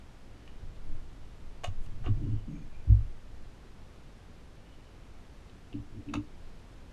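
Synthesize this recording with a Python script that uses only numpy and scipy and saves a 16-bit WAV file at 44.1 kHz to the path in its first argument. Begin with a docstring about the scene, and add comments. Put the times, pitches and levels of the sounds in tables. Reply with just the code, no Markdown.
"""A rifle is handled close by on a wooden shooting bench under an open shelter. Its action clicks, it slides on
its bag and settles with a dull thump; a magazine is set down and tips. Hard contacts ring the metal parts and
scatter in the shelter; blows and friction boom in the planks. A faint, narrow ping near 6.5 kHz sounds during
the brief chatter just after 2 s. A light breeze rumbles on the microphone, the woods hush and thin hisses,
likely cloth, come and go."""
import sys
import numpy as np
from scipy import signal
from scipy.fft import rfft, irfft, next_fast_len
from scipy.io import wavfile
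from scipy.ndimage import map_coordinates

SR = 44100
rng = np.random.default_rng(int(sys.argv[2]) if len(sys.argv) > 2 else 0)


def unload_wav(signal):
    """Save mono or channel-first audio to the path in sys.argv[1] as 16-bit WAV at rate SR, clipped to [-1, 1]."""
    wavfile.write(
        sys.argv[1],
        SR,
        np.round(np.clip(np.atleast_2d(signal).T, -1, 1) * 32767).astype(np.int16),
    )


N = 305297

# unloaded bench modes (frame, top, then planks): pitch_hz, level_db, t60_s
BENCH_MODES = [(57.3, 1.5, 0.34), (105.2, 0.5, 0.28), (161.2, -7.5, 0.099), (225.8, -6, 0.22),
               (289.4, -2, 0.35), (307, -20, 0.11), (366, -15.5, 0.072)]


def amp(db):
    """Decibels to gain."""
    return 10 ** (np.asarray(db) / 20)


def unit(x):
    """Scale to rms 1."""
    return x / np.sqrt(np.mean(x ** 2) + 1e-20)


def along(points, hz):
    """Interpolate (hz, value) points on a log axis."""
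    point_hz, values = np.transpose(points)
    return np.interp(np.log(hz + 1), np.log(point_hz + 1), values)


def filtered(x, response):
    """Apply a gain given as a function of hz."""
    size = next_fast_len(len(x) + 8192)
    return irfft(rfft(x, size) * response(np.fft.rfftfreq(size, 1 / SR)), size)[:len(x)]


def noise(spectrum, size):
    """Coloured noise of rms 1."""
    return unit(filtered(rng.standard_normal(size), lambda hz: amp(along(spectrum, hz))))


def wobble(rate_hz):
    """Smooth random curve with knots at rate_hz."""
    knots = rng.standard_normal(int(N * rate_hz / SR) + 4)
    return map_coordinates(knots, [np.arange(N) * rate_hz / SR])


def add(track, start_s, sound):
    """Mix a sound into the track."""
    part = track[round(start_s * SR):]
    part[:len(sound)] += sound[:len(part)]


def spot(hz, spot_hz, fall_db_per_oct):
    """Favour one band; the others fall away."""
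    return amp(-fall_db_per_oct * np.abs(np.log2((hz + 1) / spot_hz)))


def breeze(calm_db=-52.5, gain_db=1):
    """Wind rumbles on the microphone; bell-shaped gusts add their power to the calm."""
    # gusts: peak_s, sigma_s, level_db
    gusts = [(0.65, 0.053, -36), (0.92, 0.055, -33.5), (1.35, 0.64, -43), (1.84, 0.11, -33),
             (2.19, 0.15, -28), (2.55, 0.7, -42), (3.01, 0.065, -31.5), (3.419, 0.1, -41),
             (6.28, 0.37, -49.5)]
    # rumble spectrum: freq_hz, density_db
    rumble = [(4, -20), (8, -7), (15, 0), (22, -8), (32, -21), (45, -18.5), (70, -28), (110, -28),
              (250, -50), (1500, -120)]
    t = np.arange(N) / SR
    gust_power = sum(amp(db) ** 2 * np.exp(-((t - peak_s) / sigma_s) ** 2)
                     for peak_s, sigma_s, db in gusts)
    return amp(gain_db) * np.sqrt(amp(calm_db) ** 2 + gust_power) * noise(rumble, N)


def woods(level_db=-52, drift_db=0.28):
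    """Distant woods give a nearly even hush."""
    # hush spectrum: freq_hz, density_db
    hush = [(10, -7.5), (25, 3.5), (55, 4.5), (85, 0.5), (130, -4), (250, -8), (400, -12), (650, -16),
            (1000, -19.5), (2000, -24), (3000, -26.5), (5000, -31.5), (7000, -35.5), (10000, -41),
            (13000, -47), (14000, -56)]
    return amp(level_db + drift_db * wobble(rate_hz=2.77)) * noise(hush, N)


def hisses(flutter_db=2.5):
    """Narrow noise bands swell and flutter, some gliding: likely cloth rubbing on the rifle."""
    # rubs: start_s, length_s, centre_hz, half_width_hz, glide_hz_per_s, level_db
    rubs = [(0.2, 0.55, 2980, 120, 0, -77), (1.81, 0.07, 8000, 3000, 0, -72),
            (2.12, 0.42, 2880, 110, 200, -74.5), (2.48, 0.21, 2380, 130, 700, -70),
            (2.64, 0.24, 2420, 110, -300, -73.5), (2.48, 0.19, 6450, 170, -1200, -76),
            (4.52, 0.45, 2940, 120, 0, -74.5)]
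    out = np.zeros(N)
    flutter = amp(flutter_db * wobble(rate_hz=39))
    for start_s, length_s, centre_hz, half_width_hz, glide_hz_per_s, level_db in rubs:
        swell = np.sqrt(np.abs(np.hanning(int(length_s * SR))))
        t = np.arange(len(swell)) / SR
        white = rng.standard_normal(len(t))
        band = filtered(white, lambda hz: 1 / (1 + ((hz - centre_hz) / half_width_hz) ** 2))
        glide = np.exp(1j * np.pi * glide_hz_per_s * (t - length_s / 2) ** 2)
        hiss = np.real(signal.hilbert(band) * glide)
        add(out, start_s, amp(level_db) * swell * unit(hiss))
    return out * flutter


def clicks(contacts, modes, ring_db, crack_db, crack_t60_s, attack_s):
    """Each click is a short crack plus ringing modes, coloured around its spot_hz."""
    # contact noise spectrum: freq_hz, density_db
    crack_spectrum = [(100, -21), (300, 2.5), (600, 6.5), (900, 1), (1200, 2), (1900, -8.5), (2800, 2.5),
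                      (3400, -7), (5000, -15), (7000, -10), (10000, -24), (14000, -24)]
    out, t = np.zeros(N), np.arange(SR // 4) / SR
    hz, mode_db, t60_s = np.transpose(modes)[:, :, None]
    sign = (-1) ** np.arange(len(hz))[:, None]  # neighbouring modes start in opposite directions
    for start_s, level_db, spot_hz, fall_db_per_oct in contacts:
        scatter_db = rng.normal(0, 0.34, hz.shape)
        strength = sign * spot(hz, spot_hz, fall_db_per_oct) * amp(mode_db + scatter_db)
        ring = (strength * amp(-60 * t / t60_s) * np.sin(2 * np.pi * hz * t)).sum(0)
        crack = filtered(noise(crack_spectrum, len(t)), lambda f: spot(f, spot_hz, fall_db_per_oct))
        click = amp(ring_db) * ring + amp(crack_db - 60 * t / crack_t60_s) * crack
        add(out, start_s, amp(level_db) * click * (1 - np.exp(-t / attack_s)))
    return out


def rifle_and_ping():
    """Hard contacts and a brief chatter ring receiver and stock; a faint, narrow high ping joins."""
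    # rifle contacts, and the ping at 2.054 s: start_s, level_db, spot_hz, fall_db_per_oct
    events = [(0.476, -39, 2910, 8.5), (1.63511, -32.5, 570, 3.5), (1.64133, -27.5, 4460, 0.8),
              (1.64437, -22, 720, 12), (1.6452, -23, 3300, 12), (1.65366, -36.5, 7070, 5.5),
              (1.65828, -40, 2800, 7.6), (1.67313, -41.5, 2690, 1), (1.862, -46, 4000, 4),
              (2.054, -43, 6550, 50), (2.0612, -29, 2200, 15.5), (2.062, -23, 457, 37),
              (2.068, -33, 1190, 30), (2.072, -38.5, 2380, 9.5)]
    # the ping at 6540 Hz, the rest receiver and stock: pitch_hz, level_db, t60_s
    modes = [(490, -8, 0.052), (567, -5.5, 0.036), (716, 0, 0.047), (880, -14, 0.07), (1116, -4, 0.063),
             (1254, -7, 0.029), (1520, -13.5, 0.03), (1870, -10, 0.031), (2220, -21, 0.022),
             (2436, -17, 0.038), (2824, -9.5, 0.028), (2920, -6.5, 0.027), (3580, -13, 0.028),
             (3980, -18, 0.032), (4610, -22.5, 0.057), (5370, -20, 0.02), (6110, -17, 0.02),
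             (6540, -17, 0.035), (6970, -15, 0.02), (8760, -15.5, 0.015)]
    return clicks(events + chatter(), modes,
                  ring_db=-5, crack_db=-6, crack_t60_s=0.028, attack_s=0.00022)


def shelter(x, delay_s=0.0051, build_s=0.0068):
    """Bench top, posts and roof scatter a short tail."""
    # tail decay: freq_hz, t60_s
    decay = [(300, 0.1), (1000, 0.14), (3000, 0.13), (7000, 0.15), (14000, 0.11)]
    hz, t, spectra = signal.stft(rng.standard_normal(SR // 3), SR, nperseg=256)
    tail = signal.istft(spectra * amp(-60 * t / along(decay, hz)[:, None]), SR, nperseg=256)[1]
    tail *= np.clip((np.arange(len(tail)) / SR - delay_s) / build_s, 0, 1)
    return signal.fftconvolve(x, tail / np.linalg.norm(tail))[:N]


def friction(grip, modes, spot_hz, damping=3.64, cutoff_hz=367):
    """Soft, stuttering friction shakes bench modes damped by the weight on them; rms 1."""
    force = filtered(grip * rng.standard_normal(N),
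                     lambda f: spot(f, spot_hz, fall_db_per_oct=9) / (1 + (f / cutoff_hz) ** 8))
    body = lambda f: sum(amp(db) / (1 + 1j * (f * f - hz * hz) * t60_s / (damping * (f + 1)))
                         for hz, db, t60_s in modes)
    return unit(filtered(force, body))


def slides(attack_s=0.036, release_s=0.058, rough_db=3, top_gain_db=1):
    """Sleeve, rifle and magazine slide with uneven grip, shaking the bench top and planks."""
    # strokes: start_s, length_s, top_db, plank_db, plank_growth_db_per_s, spot_hz
    strokes = [(0.59, 0.13, -50.5, -72, -4.5, 171), (0.863, 0.12, -49, -51.5, -60, 170),
               (1.85, 0.31, -51, -61.5, 0, 173), (2.159, 0.233, -35, -43.5, 6, 288),
               (2.465, 0.25, -59, -46.5, -75, 175), (5.9, 0.15, -48, -48, 40, 257),
               (6.054, 0.13, -45.5, -42, 20, 276)]
    out, t = np.zeros(N), np.arange(N) / SR
    grip = amp(rough_db * wobble(rate_hz=45))
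    top = amp(top_gain_db) * friction(grip, BENCH_MODES[1:2], spot_hz=97)
    for start_s, length_s, top_db, plank_db, plank_growth_db_per_s, spot_hz in strokes:
        age_s = np.clip(t - start_s, 0, length_s)
        contact = np.minimum(age_s / attack_s, (length_s - age_s) / release_s).clip(max=1)
        planks = friction(grip, BENCH_MODES[2:], spot_hz)
        plank_gain = amp(plank_db + plank_growth_db_per_s * (age_s - length_s / 2))
        out += contact * (amp(top_db) * top + plank_gain * planks)
    return out


def knocks(choke_t60_s=0.16):
    """Soft, heavy blows swell frame, top and plank modes until the load settles and chokes them."""
    # blows on the loaded bench: start_s, frame_db, top_db, plank_db, push_s, pitch_ratio, t60_ratio
    blows = [(0.88, -54, -46, -54, 0.0097, 1, 0.62), (1.667, -51, -31.5, -53, 0.02, 0.9, 0.72),
             (2.056, -31, -39, -41.5, 0.01, 1.29, 0.9), (2.075, -54, -41, -31, 0.011, 0.98, 0.57),
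             (2.084, -37, -20, -42, 0.026, 0.98, 0.61), (2.157, -43, -33, -51, 0.015, 1.02, 0.67),
             (2.2, -49, -53, -54, 0.011, 0.98, 0.34), (2.224, -52, -33, -42, 0.0072, 1, 0.64),
             (2.270, -45, -39, -35.5, 0.0029, 1, 0.6), (2.324, -38, -27, -54, 0.016, 0.99, 0.88),
             (2.492, -54, -51, -39.5, 0.015, 0.69, 0.98), (2.8584, -30, -26.5, -43.5, 0.037, 1.05, 1),
             (2.8867, -13.5, -20, -42, 0.0094, 0.99, 0.94), (2.9059, -27.5, -15, -40.5, 0.014, 0.99, 0.86),
             (5.739, -58, -35.5, -30.5, 0.0063, 1, 0.94), (5.7831, -43, -34, -44, 0.005, 1.04, 1),
             (6.143, -41, -35.5, -31.5, 0.0075, 1, 1), (6.1646, -47, -35.5, -29, 0.0055, 1.04, 1)]
    # rifle or magazine comes to rest: time_s
    settles_s = [3.02, 5.82, 6.222]
    out, t = np.zeros(N), np.arange(SR // 2) / SR
    hz, mode_db, t60_s = np.transpose(BENCH_MODES)[:, :, None]
    for start_s, frame_db, top_db, plank_db, push_s, pitch_ratio, t60_ratio in blows:
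        strength = amp(mode_db + along([(60, frame_db), (105, top_db), (240, plank_db)], hz))
        swell = np.sin(np.pi / 2 * np.minimum(t / push_s, 1)) ** 2
        fade = amp(-60 * np.maximum(t - push_s, 0) / (t60_ratio * t60_s))
        boom = (strength * fade * np.sin(2 * np.pi * pitch_ratio * hz * t)).sum(0)
        rest_s = min(s for s in settles_s if s > start_s)
        choke = amp(-60 * np.maximum(start_s + t - rest_s, 0) / choke_t60_s)
        add(out, start_s, choke * swell * boom)
    return out


def chatter(start_s=2.04, end_s=2.08, jitter_s=0.001, count=10):
    """Contact rows for the rifle lifting off its rest: a quick, uneven run that grows stronger."""
    times_s = np.linspace(start_s, end_s, count) + rng.normal(0, jitter_s, count)
    levels_db = np.linspace(-41, -37, count)
    spot_hz, fall_db_per_oct = 1420, 8
    return [(s, db, spot_hz, fall_db_per_oct) for s, db in zip(times_s, levels_db)]


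def magazine():
    """The magazine's shell rings as it is set down and tips over."""
    # contacts with the bench: start_s, level_db, spot_hz, fall_db_per_oct
    contacts = [(5.497, -45, 3500, 17), (5.7246, -25.5, 496, 27), (5.7285, -40, 2950, 26),
                (5.737, -46, 2900, 20), (6.087, -42, 2550, 25), (6.095, -39, 2550, 28),
                (6.13686, -23.5, 1280, 8), (6.1393, -26, 4460, 5), (6.14313, -35, 2270, 15),
                (6.14881, -29, 980, 6.5), (6.15457, -31, 2630, 15), (6.16409, -40.5, 2690, 9.6),
                (6.16612, -34.5, 1020, 15)]
    # shell modes: pitch_hz, level_db, t60_s
    modes = [(519, -12, 0.045), (718, -8, 0.063), (892, -7, 0.076), (1054, -12, 0.05), (1140, -4, 0.026),
             (1316, -3.5, 0.033), (1660, -13, 0.042), (2020, -17, 0.02), (2220, -6, 0.03),
             (2556, -7.5, 0.036), (2650, -2, 0.023), (2900, -11, 0.024), (3620, -8, 0.024),
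             (3930, -8, 0.021), (4590, -13.5, 0.022), (5670, -11, 0.021), (6400, -5, 0.018),
             (6870, -11, 0.017), (9000, -13, 0.021)]
    return clicks(contacts, modes, ring_db=-6.5, crack_db=-3.5, crack_t60_s=0.021, attack_s=0.00018)


def scene():
    """Mono mix: clicks with their shelter tail, bench booms and background."""
    hard = rifle_and_ping() + magazine()
    bench = slides() + knocks()
    background = hisses() + breeze() + woods()
    return (hard + amp(-10.5) * shelter(hard) + bench + background)[None]


def record(dry):
    """Brick-wall low-pass."""
    cutoff_hz = 14200
    return np.array([filtered(channel, lambda hz: hz < cutoff_hz) for channel in dry])


dry = scene()
out = record(dry)
unload_wav(out)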